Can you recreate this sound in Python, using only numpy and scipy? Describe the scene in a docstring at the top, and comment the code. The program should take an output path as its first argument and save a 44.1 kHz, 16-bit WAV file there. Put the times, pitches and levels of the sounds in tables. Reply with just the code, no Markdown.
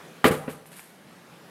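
"""A hard slap and thud over town noise: a heavy tractor tire falls flat on pavement in a walled yard,
rebounds and lands again softly. The tread slaps, the carcass thuds, the hollow rings, and the air
pushed out sprays grit; the walls throw it all back. Shoes and gloves then scuff faintly, and a few
small stones crack underfoot."""
import sys
import numpy as np
from scipy import signal
from scipy.fft import rfft, irfft
from scipy.io import wavfile
from scipy.ndimage import uniform_filter1d

SR = 44100
rng = np.random.default_rng(int(sys.argv[2]) if len(sys.argv) > 2 else 0)


def master_out(mix):
    """Clip the mix to full scale and print it as 16-bit PCM to the path in sys.argv[1]."""
    frames = np.transpose(np.atleast_2d(mix))
    ceiling = np.clip(frames, -1, 1)
    pcm = np.round(ceiling * 32767).astype(np.int16)
    wavfile.write(sys.argv[1], SR, pcm)


N = 66150
T = np.arange(N) / SR

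# Tone of the town, the yard's tail, a scuff, a stone, sprayed grit, the tread's first crack, its slap
# and the whole mix. Each row: frequency in Hz, relative level in dB.
TOWN_TONE = [(25, -43), (60, -37), (90, -15.5), (130, -7.5), (168, 2), (200, -3), (350, -6), (550, -7.5),
             (1000, -12), (1600, -13), (2500, -17), (5000, -24.5), (7000, -28), (11000, -27.5),
             (14000, -33.5), (16000, -31)]
YARD_TONE = [(40, -22), (90, -12.5), (150, 2), (260, -17.5), (450, -8), (900, -8), (1500, -16.5),
             (4000, -27), (10000, -12.5), (16000, -25)]
SCUFF_TONE = [(80, -43), (300, -8), (900, -10.5), (1700, -1.5), (3000, -4.5), (6000, -12), (8500, -3.5),
              (11500, -1), (14000, -10), (16000, -27)]
STONE_TONE = [(80, -28.5), (400, -9), (1100, -9), (1800, -5), (3500, -15), (7000, -28), (15000, -32)]
GRIT_TONE = [(100, -33), (1500, 3), (4000, -3.5), (6000, -9), (8000, -2), (10500, 1.5), (13500, -3),
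             (16000, -16)]
CRACK_TONE = [(40, -29), (300, -3), (800, -4), (1200, -2.5), (2100, -1), (3200, -18), (5500, -35),
              (12000, -37), (16000, -46)]
SLAP_TONE = [(30, -25), (120, -13), (250, -3.5), (480, -0.5), (750, -9), (1000, -9), (1300, -7.5),
             (2300, -10), (3500, -16.5), (6000, -29), (15000, -14.5)]
TREBLE_ROLLOFF = [(20, 0), (12500, 0), (14000, 0.5), (15300, -6), (16000, -8)]
# Fader ride on the town bed. Each row: time in seconds, level in dB.
TOWN_FADER = [(0, -46), (0.23, -48), (0.35, -44.5), (0.65, -54), (0.95, -52), (1.2, -50), (1.5, -49)]
# Length of the yard's tail. Each row: frequency in Hz, t60 in seconds (floored at 0.02 in use).
YARD_DECAY = [(60, 1.7), (150, 0), (260, 0), (500, 0.69), (1500, 0.76), (3500, -0.12), (10000, 1),
              (16000, 0.5)]
# Slapback off the walls. Each row: delay in seconds, level in dB.
WALL_ECHOES = [(.068, -21.5), (.098, -23)]
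# Stones cracking underfoot. Each row: start in seconds, level in dB.
STONE_CRACKS = [(0.657, -45), (0.779, -46), (0.7937, -38), (0.940, -56)]
# Scuffs of shoes and gloves, and sprays of grit. Each row: start in seconds, level in dB,
# attack and t60 in seconds, dulling in dB per kHz.
SCUFF_SWELLS = [(0.657, -51.5, 0.0077, 0.19, -0.5), (0.700, -49, 0.032, 0.31, 0.5),
                (0.752, -46, 0.019, 0.5, 0), (1.115, -56.5, 0.021, 0.15, 7)]
GRIT_SWELLS = [(0.241, -29, 0.0058, 0.1, 2.5), (0.250, -26.5, 0.032, 0.051, 0.4),
               (0.310, -35, 0.0034, 0.24, 0.2), (0.484, -45, 0.024, 0.26, 0)]
# Modes of the rubber carcass and of the air in its hollow. Each row: pitch in Hz, relative level in dB,
# t60 in seconds.
CARCASS_MODES = [(87.4, -24, 0.21), (254, -1, 0.055), (367, -11, 0.095), (437.7, -9, 0.13),
                 (510.9, -4.5, 0.073), (602, -11.5, 0.069)]
HOLLOW_MODES = [(150.5, -7, .8), (196, -12, .45), (264, -11, .28), (335, -8, .33), (442, -5, .42),
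                (505, 5, .3), (815, -19, .5), (1066, -16, .4), (1148, -6, .35), (1278, -9, .32),
                (1361, -12, .3), (1451, -12, .33), (1640, -9, .28), (1797, -12, .28), (1912, -11, .28),
                (2377, -11, .2)]
# The tire's hits: first blow, far rim, rebound. Each row: start in seconds, slap level in dB, slap hold
# in seconds, thud level in dB, thud attack in seconds, ring level in dB, slap dulling in dB per kHz,
# mode dulling in dB per octave, air push level in dB.
TIRE_HITS = [(0.2420, -14.5, 0.014, -10, 0.017, -21.5, 1, 0, -26.5),
             (0.3076, -27.5, 0.0052, -19.5, 0.0022, -60, 4.5, 4.5, -18.5),
             (0.477, -33.5, 0.0068, -23, 0.0033, -57, 3, 4.5, -39)]


def amp(db):
    """Decibels to gain."""
    return 10 ** (np.asarray(db) / 20)


def unit_rms(x):
    """Scales to rms 1."""
    return x / np.sqrt(np.mean(x ** 2) + 1e-20)


def curve_at(points, hz):
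    """Reads a table on a log-frequency axis."""
    freqs, values = np.transpose(points)
    return np.interp(np.log(hz + 1), np.log(freqs + 1), values)


def colour(x, tone, dull_db_per_khz=0):
    """EQs a steady signal and brings it to rms 1."""
    hz = np.fft.rfftfreq(N, 1 / SR)
    eq_db = curve_at(tone, hz) - dull_db_per_khz * hz / 1000
    return unit_rms(irfft(rfft(x) * amp(eq_db), N))


def decay(t, t60):
    """Falls 60 dB in t60 seconds."""
    return np.exp(-np.log(1000) * np.maximum(t, 0) / np.maximum(t60, 1e-3))


def envelope(start, attack, t60, hold=0):
    """Attack, hold and release, all in seconds."""
    t = T - start
    return np.clip(t / max(attack, 1e-4), 0, 1) * decay(t - attack - hold, t60)


def ring(modes, start, attack, dull_db_per_octave=0):
    """Struck, decaying sines; a soft blow wakes the modes above 256 Hz less."""
    sound = np.zeros(N)
    for hz, db, t60 in modes:
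        gain = amp(db - dull_db_per_octave * max(np.log2(hz / 256), 0))
        sine = np.sin(2 * np.pi * (hz * (T - start) + rng.random()))
        sound += gain * envelope(start, attack, t60) * sine
    return sound


def town_bed():
    """Distant town noise, with patches of its spectrum drifting by about 1.5 dB."""
    bands = signal.stft(rng.standard_normal(N), nperseg=1024)[2]
    patches = uniform_filter1d(rng.standard_normal(bands.shape), size=10, axis=0)
    drift_db = 1.5 * unit_rms(uniform_filter1d(patches, size=7, axis=1))
    bed = signal.istft(bands * amp(drift_db), nperseg=1024)[1][:N]
    return colour(bed, TOWN_TONE) * amp(np.interp(T, *np.transpose(TOWN_FADER)))


def yard_reverb(send):
    """Wall echoes and a diffuse tail whose bands die at their own speed."""
    hz, t, bands = signal.stft(rng.standard_normal(N), SR, nperseg=512)
    t60 = np.maximum(curve_at(YARD_DECAY, hz), 0.02)[:, None]
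    equal_energy = np.sqrt(2 * np.log(1000) / (t60 * SR))
    bands = bands * decay(t, t60) * amp(curve_at(YARD_TONE, hz))[:, None] * equal_energy
    fade_in = np.minimum(T / 0.036, 1)
    response = signal.istft(bands, SR, nperseg=512)[1][:N] * fade_in
    for delay, db in WALL_ECHOES:
        response[round(delay * SR)] += amp(db)
    return signal.fftconvolve(send, response)[:N]


def stones():
    """Small stones crack under a sole."""
    return sum(amp(db) * colour(rng.standard_normal(N), STONE_TONE) * envelope(start, 0.0004, t60=0.016)
               for start, db in STONE_CRACKS)


def grains(clicks_per_s=8300, spread_db=2):
    """Dense clicks of uneven size."""
    size = amp(spread_db * np.minimum(rng.exponential(1, N), 4))
    return size * rng.standard_normal(N) * (rng.random(N) < clicks_per_s / SR)


def grit(swells, tone):
    """Sand, sprayed or scuffed, skitters over the pavement in short swells."""
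    return sum(amp(db) * colour(grains(), tone, dulling) * envelope(start, attack, t60)
               for start, db, attack, t60, dulling in swells)


def tread_crack():
    """A hard clap of rubber as the first edge of tread meets the pavement."""
    noise = colour(rng.standard_normal(N), CRACK_TONE)
    return amp(-10.5) * noise * envelope(start=0.2424, attack=0.00053, t60=0.028, hold=0.002)


def tire_hit(start, slap_db, slap_hold, thud_db, thud_attack, ring_db, slap_dull, mode_dull, push_db):
    """Two stems: the blow (tread slap, air pushed out, carcass thud) and the ringing hollow."""
    noise = colour(rng.standard_normal(N), SLAP_TONE, slap_dull)
    slap = amp(slap_db) * noise * envelope(start, attack=0.0021, t60=0.15, hold=slap_hold)
    air_push = ring([(183.4, push_db, 0.048)], start, thud_attack)  # one short, low tone
    thud = amp(thud_db) * ring(CARCASS_MODES, start, thud_attack, mode_dull)
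    hollow = amp(ring_db) * ring(HOLLOW_MODES, start, 0.0083, mode_dull)
    return np.array([slap + air_push + thud, hollow])


def scene():
    """Tire, grit and feet in the yard; the hollow opens upward and reaches the walls less."""
    blows, hollow = sum(tire_hit(*hit) for hit in TIRE_HITS)
    impact = tread_crack() + blows + grit(GRIT_SWELLS, GRIT_TONE)
    foley = grit(SCUFF_SWELLS, SCUFF_TONE) + stones()
    reverb = yard_reverb(impact + foley + amp(-9) * hollow)
    return (impact + foley + hollow + reverb + town_bed())[None]


def record(dry):
    """Soft clipping on the loudest peaks, a treble roll-off, then a steep high cut."""
    ceiling, high_cut_hz = 0.85, 15950
    clipped = ceiling * np.tanh(dry / ceiling)
    rolloff = amp(curve_at(TREBLE_ROLLOFF, np.fft.rfftfreq(N, 1 / SR)))
    softened = irfft(rfft(clipped) * rolloff, N)
    high_cut = signal.firwin(255, high_cut_hz, window=("kaiser", 9), fs=SR)
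    return signal.oaconvolve(softened, high_cut[None], "same")


dry = scene()
out = record(dry)
master_out(out)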